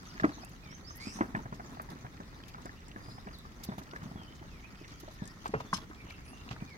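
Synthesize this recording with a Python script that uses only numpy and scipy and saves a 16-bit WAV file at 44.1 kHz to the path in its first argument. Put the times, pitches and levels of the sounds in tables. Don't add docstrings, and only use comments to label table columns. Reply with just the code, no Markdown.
import sys
import numpy as np
from scipy import signal
from scipy.fft import rfft, irfft
from scipy.io import wavfile
from scipy.ndimage import uniform_filter1d

SR = 44100
rng = np.random.default_rng(int(sys.argv[2]) if len(sys.argv) > 2 else 0)


def generate_wav(sig):
    pcm = np.round(np.clip(np.atleast_2d(sig).T, -1, 1) * 32767).astype(np.int16)
    wavfile.write(sys.argv[1], SR, pcm)


N = 298601
T = np.arange(N) / SR
AGE = T[:SR // 4]

# (time [s], level [dB], pitch [Hz], hardness, which lifts the tap [dB])
LANDINGS = [(.2225, -29.5, 165, -16), (.2412, -14, 290, -14), (.251, -20.5, 295, -17),
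            (1.069, -29.5, 227, -16), (1.2075, -18, 285, -10), (1.2165, -25, 290, -10),
            (1.346, -27.5, 160, -6), (1.366, -29, 229, -11), (1.454, -36, 130, -6), (1.523, -31.5, 167, -6),
            (1.595, -43, 165, 5), (2.045, -37, 125, -4), (2.2, -37, 209, -5), (2.654, -41, 187, 3),
            (2.959, -35.5, 245, -10), (3.082, -37, 125, -8), (3.268, -34.5, 196, -5),
            (3.687, -25.5, 203, -16), (3.716, -38, 145, -3), (3.779, -34, 190, -3.5), (3.932, -37, 380, -6),
            (4.029, -37, 161, -14), (4.056, -35, 190, -14), (4.113, -36, 178, -8), (4.156, -32.5, 177, -14),
            (4.414, -41, 262, -12), (4.812, -41, 320, -12), (5.031, -41, 318, -5), (5.219, -27, 184, -19),
            (5.491, -34, 217, -14), (5.5368, -21.5, 440, -5), (5.549, -28, 160, -9), (5.561, -31, 130, -14),
            (6.509, -33, 139, -3), (6.621, -29, 170, -17)]
# (time [s], level [dB], pitch [Hz])
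LIGHT_TAPS = [(.198, -28, 1720), (.234, -27, 1600), (.24, -24, 1250), (.242, -21.5, 640), (.244, -29, 1980),
              (.433, -41.5, 766), (.905, -42, 1200), (1.188, -34.5, 950), (1.208, -24, 990),
              (1.209, -33, 2000), (1.349, -26, 1720), (1.39, -40, 880), (1.77, -41.5, 807),
              (1.797, -31, 1200), (1.889, -41.5, 912), (2.545, -37.5, 1330), (2.582, -44, 990),
              (2.693, -40.5, 1760), (2.961, -39.5, 1700), (3.182, -41.5, 795), (3.452, -43, 1150),
              (3.961, -36, 1700), (5.079, -41, 625), (5.457, -27.5, 960), (5.603, -34, 1000),
              (6.107, -41, 2330)]
# (pitch [Hz], level [dB], time to fade by 60 dB, called t60 [s])
GROUND_NOTES = [(390, -4.5, 0.06), (640, -15, 0.13), (880, -10, 0.031), (975, -6, .045), (1246, -6.5, 0.08),
                (1560, -9, 0.08), (1780, -1, 0.02), (2050, -10, 0.03)]
# (time [s], level [dB], pitch [Hz], pan [dB], crispness [dB])
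PEEL_CRACKLES = [(.198, -39, 4060, -3, -32), (.24, -39, 3800, 0, -34), (.493, -43, 9000, -4, -3),
                 (.957, -39, 5290, 3, 10), (.967, -41, 5290, 3, 10), (1.544, -46, 6100, 1, -20),
                 (1.8173, -37.5, 9000, -1, 3), (1.8996, -42, 4800, 1, -14), (2.4812, -42, 4100, 6, -14),
                 (3.6345, -31.5, 5540, 0, -10), (3.6407, -34.5, 5280, -6, -5), (3.7828, -41, 3350, -6, -12),
                 (3.825, -45, 5500, -3, -17), (3.955, -46, 5500, 0, -19), (4.03, -48, 5500, 0, -15),
                 (4.35, -46, 6000, 0, -24), (4.89, -44, 4200, 0, -32), (4.9996, -41, 5150, -2, -9),
                 (5.139, -44, 5600, -6, -12), (5.454, -40, 4000, 5, -20), (5.6007, -40, 3010, 5, -23),
                 (5.719, -44, 5600, 3, -26), (5.7324, -30, 4500, 10, -26), (5.764, -32, 4200, -3, -23),
                 (6.1, -42, 3300, 10, -22), (6.5073, -34.5, 2600, -5, -31)]
# (pitch [Hz], width [Hz], level [dB])
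SKIN_BANDS = [(3150, 260, -4), (4150, 240, -10), (5260, 260, 2), (6200, 250, -6), (7900, 400, -16),
              (10600, 500, -12)]
# (time [s], level [dB], pitch [Hz], pan [dB])
DRY_TICKS = [(.176, -39, 1750, 0), (.292, -35, 1200, 0), (.4474, -40, 9000, -4), (2.064, -39, 1400, 2),
             (2.436, -43, 3000, 2), (2.539, -46, 3940, 0), (2.656, -40, 7500, 0), (2.882, -45, 6420, 0),
             (2.914, -42, 2600, -1), (3.272, -45, 1500, -1), (3.286, -45, 2600, 0), (3.385, -46, 11000, -3),
             (3.912, -42, 3500, -2), (3.934, -38, 1300, 0), (4.323, -45, 3000, 0), (4.845, -41, 1990, -2),
             (4.879, -43, 4600, 0), (4.919, -45, 5000, 0), (5.2545, -42, 6620, -1), (5.2754, -40, 6400, 6),
             (5.4595, -29, 900, 3), (5.478, -41, 6080, -3), (6.413, -44, 2900, 0), (6.489, -37, 2860, -3)]
# (time [s], shuffle level [dB], sand level [dB])
RESTLESSNESS = [(0, -49.5, -50.5), (.4, -50, -51.5), (.83, -55.5, -59), (1.07, -50, -50),
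                (1.3, -41.5, -57.5), (1.55, -51, -58), (1.73, -46.5, -56.5), (2.11, -52, -57),
                (2.6, -51, -58), (2.81, -57.5, -57), (3.02, -49.5, -58), (3.49, -54, -57),
                (4.07, -46, -55.5), (4.34, -53, -58), (5.03, -58, -54.5), (5.64, -52.5, -54),
                (5.81, -51.5, -57), (6.77, -52.5, -55.5)]
# (frequency [Hz], level [dB])
SHUFFLE_TONE = [(50, -51), (110, -1.5), (240, 0.5), (380, -8), (600, -15), (1100, -11), (2000, -21),
                (3500, -40)]
# (frequency [Hz], level [dB])
SAND_TONE = [(600, -12), (1300, 16), (2200, 0), (3500, 7), (6300, 5.5), (8200, -11.5), (12000, -6.5),
             (16000, -28)]
# (time [s], head start of the left channel [ms])
LEFT_LEAD = [(0, -.3), (1.4, -0.36), (1.8, -0.44), (3.7, -0.34), (5.3, -0.35), (5.44, 0.37), (5.73, .15),
             (6.1, 0.38), (6.5, 0.31), (6.6, -0.41)]
# (time [s], length [s], pitch [Hz], glide [octaves], level [dB], pan [dB], hoarseness [0-1])
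BIRD_WHISTLES = [(.42, .048, 2600, .28, -62, -6, .2), (.62, .11, 2320, -.25, -64, -15, .4),
                 (.945, .16, 2223, .6, -52.5, -5, .35), (2.75, .05, 2750, .2, -64, 0, .6),
                 (2.96, .07, 1900, -.25, -63, 0, .3), (2.99, .22, 5000, .12, -64, 2, .22),
                 (3.0, .19, 9150, .05, -67.5, 0, .07), (3.185, .035, 3850, .4, -64, 0, .2),
                 (3.9, .08, 1530, .45, -57, 10, .3), (4.15, .1, 3240, -.22, -62, -2, .1),
                 (4.27, .065, 3060, .02, -62, 0, .08), (4.34, .13, 3060, 0, -70, 0, .14),
                 (4.48, .15, 2400, -.5, -65, -8, .35), (4.625, .045, 2440, .3, -58, -13, .45),
                 (4.78, .1, 2430, -.3, -65, -3, .5), (4.88, .11, 2320, -.05, -65, -3, .5),
                 (5.19, .06, 1720, -.2, -59, 12, .45), (5.25, .075, 1820, .22, -62, 12, .45),
                 (5.55, .037, 2730, -.08, -60, -5, .08), (5.61, .25, 3430, -.12, -66, 5, .2),
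                 (5.96, .1, 2290, -.16, -58, -5, .55), (6.05, .11, 2820, -.07, -60, -8, .9),
                 (6.24, .06, 2480, .2, -63, -4, .6), (6.32, .11, 2760, -.02, -61, -6, .06),
                 (6.58, .066, 2330, .13, -59, -9, .3), (6.655, .04, 4050, .4, -63, 0, .25),
                 (6.67, .09, 2230, -.3, -59, -10, .08)]
BIRD_SCREECHES = [(1.0, .07, 2330, .1, -49, -2, .85), (1.055, .06, 2540, .12, -49.5, -2, .55),
                  (1.1, .08, 2930, .1, -53, -5, .8), (3.02, .16, 2380, .1, -67, 8, .55)]
SCREECH_HARMONICS = [-22, 7, -1.5, -11]
# (time [s], pitch [Hz], level [dB])
FALLING_NOTES = [(.08, 5200, -55), (.31, 4300, -58), (.63, 4050, -63), (1.645, 6250, -61),
                 (3.088, 4700, -60), (3.328, 4150, -53.5), (3.66, 4170, -58), (6.715, 4300, -63)]
# (time [s], pitch [Hz], level [dB])
CLIMBING_PIPS = [(.698, 5580, -59.5), (.727, 6200, -58.5), (.835, 4650, -59), (.864, 5230, -54),
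                 (.897, 6250, -58.5)]
# (time [s], length [s], pitch [Hz], arch [octaves], level [dB])
BIRD_SQUEAKS = [(3.376, .035, 3950, .3, -58), (6.245, .09, 9000, .06, -71), (6.245, .09, 10870, .06, -66)]
# (frequency [Hz], level [dB])
AIR_TONE = [(15, -42), (25, 0.5), (55, 5), (164, -2), (289, -9), (509, -17), (997, -21.5), (1170, -21),
            (1450, -26), (1900, -15.5), (2850, -29), (6210, -31), (8350, -38.5), (10900, -42.5),
            (15500, -38)]
# (frequency [Hz], likeness [-1 to 1])
STEREO_LIKENESS = [(60, .88), (250, 0.87), (640, 0.39), (1400, -0.23), (3000, -0.083), (12000, -0.061)]

TYPICAL_DB, TYPICAL_HZ = -30, 200


def footfalls(settle_s=.009, settle_db=-10):
    bumps, contacts = [], []
    for (s, db, hz, hard_db), chance in zip(LANDINGS, rng.standard_normal(len(LANDINGS))):
        t60 = .031 * 2 ** ((db - TYPICAL_DB) / 40) * np.sqrt(TYPICAL_HZ / hz)
        bumps += [(s, db, hz, t60), (s + settle_s, db + settle_db, hz, t60)]
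        heel_hz = 720 * 2 ** (.15 * chance)
        contacts.append(contact(s + .0015, db + hard_db, heel_hz, hollow_db=-4))
        contacts.append(contact(s + settle_s, db + hard_db + settle_db, hz=1300, hollow_db=-4))
    return thumps(bumps) + taps(contacts)


def thumps(rows, rise_s=.0022, sag=.061, earth_db=-16):
    out = np.zeros((2, N))
    swell = 1 - np.exp(-(AGE / rise_s) ** 2)
    for s, db, hz, t60 in rows:
        sagging_hz = hz * (1 + sag * (fade(.026) - .5))
        ring = np.sin(phase(sagging_hz)) * fade(t60)
        earth = band(rng.standard_normal(len(AGE)), 112, 400) * fade(.14)
        add(out, peak(ring * swell) * undb(db) + peak(earth * swell) * undb(db + earth_db), s)
    return out


def contact(s, db, hz, hollow_db=7, t60=.05):
    octaves = 2.5 + .08 * (db - TYPICAL_DB)
    return s, db, hz, t60, octaves, hollow_db


def taps(rows, grit_db=2, rise_s=.00079, scrape_db=-24, gain_db=4):
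    out = np.zeros((2, N))
    swell = 1 - np.exp(-AGE / rise_s)
    for s, db, hz, t60, octaves, hollow_db in rows:
        detune = 1 + .024 * rng.standard_normal(len(GROUND_NOTES))
        ground = sum((-1) ** k * undb(level) * np.sin(2 * np.pi * pitch * detune[k] * AGE) * fade(life)
                     for k, (pitch, level, life) in enumerate(GROUND_NOTES))
        own_note = np.sin(2 * np.pi * hz * AGE) * fade(.53 * t60)
        grit = band(rng.standard_normal(len(AGE)), 538, 1830, order=3)
        grit *= fade(t60) + undb(scrape_db) * fade(3 * t60)
        tap = (peak(ground) + undb(hollow_db) * own_note + undb(grit_db) * peak(grit)) * swell
        edge = 2 ** (np.clip(octaves, .3, 4) / 2)
        add(out, peak(band(tap, hz / edge, hz * edge, order=1)) * undb(db + gain_db), s)
    return out


def banana(s=5.729):
    pop = taps([(s, -22, 1080, .033, .7, 9)])
    jolt = thumps([(s + .003, -29, 194, .066)])
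    out = pop + jolt
    snaps = snapping(t60=.115, rise_s=.007)
    skin = sum(undb(db) * band(snaps, hz - width / 2, hz + width / 2) for hz, width, db in SKIN_BANDS)
    add(out, peak(skin) * undb(-26.8), s, pan_db=8)
    return out


def crackles(crisp_hz=11200, crisp_boost_db=7):
    out = np.zeros((2, N))
    for s, db, hz, pan_db, crisp_db in PEEL_CRACKLES:
        t60 = .038 + .0013 * max(-crisp_db, 0)
        rise_s = .13 * t60
        snaps = snapping(t60, rise_s)
        body = band(snaps, hz / 1.6, hz * 1.3, order=1)
        body = band(body, 1000, 7200, order=4)
        crisp = band(snaps, crisp_hz / 1.13, crisp_hz * 1.3)
        crackle = unit(body) + undb(crisp_db + crisp_boost_db) * unit(crisp)
        add(out, peak(crackle) * undb(db), s - rise_s / 2, pan_db)
    return out


def snapping(t60, rise_s):
    bursts = undb(3 * wander(300)[:len(AGE)])
    swell = 1 - np.exp(-(AGE / rise_s) ** 2)
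    return grains((2, len(AGE)), rate=10000, spread_db=1.8) * bursts * fade(t60) * swell


def ticks(rows, t60=.024, rise_s=.0005, octaves=.9):
    out = np.zeros((2, N))
    size = len(AGE) // 8
    shape = (fade(t60) * (1 - np.exp(-AGE / rise_s)))[:size]
    edge = 2 ** (octaves / 2)
    for s, db, hz, pan_db in rows:
        crack = band(rng.standard_normal(size) * shape, hz / edge, hz * edge, order=1)
        add(out, peak(band(crack, hz / 2, hz * 1.5)) * undb(db), s, pan_db)
    return out


def fidgets(count=70, pad_db=6, finger_db=4, spread_db=10, ceiling_db=-51):
    times, shuffle_db, _ = np.transpose(RESTLESSNESS)
    pads, fingers = [], []
    for k, (when, loud, pitch, hardness, late) in enumerate(rng.random((count, 5))):
        s = (k + when) * T[-1] / count
        db = min(np.interp(s, times, shuffle_db), ceiling_db) + spread_db * (loud - .5)
        pads.append((s, db + pad_db, 110 + 220 * pitch, .04))
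        fingers.append((s + .033 * late, db + finger_db, 700 + 1200 * hardness, .036, 2, 0))
    return thumps(pads) + taps(fingers)


def nibbles(clusters=60, per_cluster=4, cluster_s=.07, low_hz=700, high_hz=5500):
    rows = []
    for k, (when, side) in enumerate(rng.random((clusters, 2))):
        for late, pitch, loud in rng.random((per_cluster, 3)):
            s = (k + when) * T[-1] / clusters + cluster_s * late
            db = -55 + 2.6 * min(-np.log(1 - loud), 3)
            hz = low_hz * (high_hz / low_hz) ** pitch
            rows.append((s, db, hz, 12 * (side - .5)))
    return ticks(rows)


def shuffling(shuffle_gain_db=-5, sand_gain_db=-5.9):
    times, shuffle_db, sand_db = np.transpose(RESTLESSNESS)
    bursts_db = 2.5 * wander(45)
    drag = grains((2, N), rate=2500, spread_db=1.5)
    shuffle = colour(diffuse(drag), SHUFFLE_TONE)
    shuffle *= undb(np.interp(T, times, shuffle_db) + shuffle_gain_db + bursts_db)
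    edges_hz = np.geomspace(700, 16000, 13)
    grit = grains((2, N), rate=2000, spread_db=2.7)
    patches = sum(band(grit, low, high) * undb(1.9 * wander(55))
                  for low, high in zip(edges_hz, edges_hz[1:]))
    sand = colour(diffuse(patches), SAND_TONE)
    sand *= undb(np.interp(T, times, sand_db) + sand_gain_db + bursts_db / 2)
    return shuffle + sand


def birds(notes, harmonics_db, flutter, waver_db, rasp_depth, rasp_hz=130):
    out = np.zeros((2, N))
    for s, length, start_hz, middle_hz, end_hz, db, pan_db, hoarse in notes:
        progress = np.linspace(0, 1, int(length * SR))
        shake = unit(band(rng.standard_normal(len(progress)), 115, 700, order=1))
        waver = unit(band(rng.standard_normal(SR // 2), 6.8, 47)[-len(progress):])
        curve = np.polyfit([0, .5, 1], [start_hz, middle_hz, end_hz], 2)
        hz = np.polyval(curve, progress) * (1 + flutter * hoarse * shake)
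        tone = sum(undb(level) * np.sin(k * phase(hz)) for k, level in enumerate(harmonics_db, 1))
        pulses = 1 + rasp_depth * np.sin(phase(rasp_hz * (1 + shake / 2)))
        swell = np.sqrt(np.abs(np.sin(np.pi * progress)))
        add(out, unit(tone * undb(waver_db * waver) * pulses * swell) * undb(db), s, pan_db)
    return out


def note(s, length, hz, glide, db, pan_db, hoarse, arch=0):
    start_hz, end_hz = hz * 2 ** (-glide / 2 - arch), hz * 2 ** (glide / 2 - arch)
    return s, length, start_hz, hz, end_hz, db, pan_db, hoarse


def songs(fall_s=.04, fall_octaves=.62, pip_s=.039, rise_octaves=.11):
    falls = [note(s, fall_s, hz, -fall_octaves, db, pan_db=0, hoarse=.13) for s, hz, db in FALLING_NOTES]
    pips = [note(s, pip_s, hz, rise_octaves, db, pan_db=-11, hoarse=.06, arch=rise_octaves / 2)
            for s, hz, db in CLIMBING_PIPS]
    squeaks = [note(s, length, hz, 0, db, pan_db=-6, hoarse=.06, arch=arch)
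               for s, length, hz, arch, db in BIRD_SQUEAKS]
    return falls + pips + squeaks + [note(*row) for row in BIRD_WHISTLES]


def far_flock(count=60, db=-71, low_hz=1900, high_hz=5500):
    rows = []
    for when, length, pitch, bend, loud, side in rng.random((count, 6)):
        hz = low_hz * (high_hz / low_hz) ** pitch
        slope = .35 * (bend - .6)
        rows.append((when * T[-1], .043 + .072 * length, hz * (1 - slope), hz, hz * (1 + slope),
                     db + 6 * (loud - .5), 8 * (side - .5), .55))
    return rows


def echoes(x, t60, wet_db, top_hz):
    t = T[:SR]
    shape = np.exp(-np.log(1000) * t / t60) * (1 - np.exp(-t / .0033))
    tail = band(rng.standard_normal((2, SR)), 81, top_hz, order=1) * shape
    tail = unit(tail) / np.sqrt(SR)
    scattered = signal.fftconvolve(x.mean(axis=0)[None], tail, axes=1)[:, :N]
    return undb(wet_db) * diffuse(scattered)


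def air(db=-51.5):
    noise = colour(diffuse(rng.standard_normal((2, N))), AIR_TONE)
    rumble = band(noise, 12, 150, order=1)
    waver = undb(.55 * wander(4.5)) - 1
    return (noise + rumble * waver) * undb(db)


def undb(db):
    return 10 ** (np.asarray(db) / 20)


def unit(x):
    return x / np.sqrt(np.mean(x ** 2))


def peak(x):
    return x / np.abs(x).max()


def phase(hz):
    return 2 * np.pi * np.cumsum(hz) / SR


def along(points):
    hz, value = np.transpose(points)
    return np.interp(np.log(np.fft.rfftfreq(N, 1 / SR) + 1), np.log(hz), value)


def colour(x, points):
    return unit(irfft(rfft(x) * undb(along(points)), N))


def band(x, low_hz, high_hz, order=2):
    edges_hz = [low_hz, min(high_hz, .45 * SR)]
    return signal.sosfilt(signal.butter(order, edges_hz, "band", fs=SR, output="sos"), x)


def fade(t60):
    return np.exp(-np.log(1000) * AGE / max(t60, 1 / 250))


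def wander(rate):
    hold = int(SR / rate)
    steps = np.repeat(rng.standard_normal(N // hold + 1), hold)
    return unit(uniform_filter1d(uniform_filter1d(steps, hold), hold)[:N])


def grains(size, rate, spread_db):
    hits = (rng.random(size) < rate / SR) * rng.standard_normal(size)
    return hits * undb(spread_db * np.minimum(rng.exponential(size=size), 4))


def diffuse(pair):
    like = np.clip(along(STEREO_LIKENESS), -1, 1)
    mid, side = irfft(rfft(pair) * np.sqrt([1 + like, 1 - like]), N)
    return np.array([mid + side, mid - side]) / np.sqrt(2)


def add(out, sound, s, pan_db=0):
    lead_s = np.interp(s, *np.transpose(LEFT_LEAD)) / 1000
    for channel, sign, x in zip(out, (1, -1), np.broadcast_to(sound, (2, sound.shape[-1]))):
        start = max(int((s - sign * lead_s / 2) * SR), 0)
        x = x[:max(N - start, 0)]
        channel[start:start + len(x)] += x * undb(sign * pan_db / 2)


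def scene():
    troop = footfalls() + taps([contact(*row) for row in LIGHT_TAPS])
    troop += crackles() + ticks(DRY_TICKS) + banana() + fidgets() + nibbles()
    whistles = birds(songs() + far_flock(), harmonics_db=[0], flutter=.14, waver_db=3, rasp_depth=0)
    harsh_notes = [note(*row) for row in BIRD_SCREECHES]
    screeches = birds(harsh_notes, SCREECH_HARMONICS, flutter=.115, waver_db=2, rasp_depth=.45)
    calls = whistles + screeches
    birdsong = undb(-2.5) * calls + echoes(calls, t60=.35, wet_db=-6, top_hz=9000)
    return troop + echoes(troop, t60=.24, wet_db=-19, top_hz=3100) + birdsong + shuffling() + air()


def record(dry, top_hz=15900):
    return signal.sosfilt(signal.ellip(10, .2, 70, top_hz, fs=SR, output="sos"), dry)


dry = scene()
out = record(dry)
generate_wav(out)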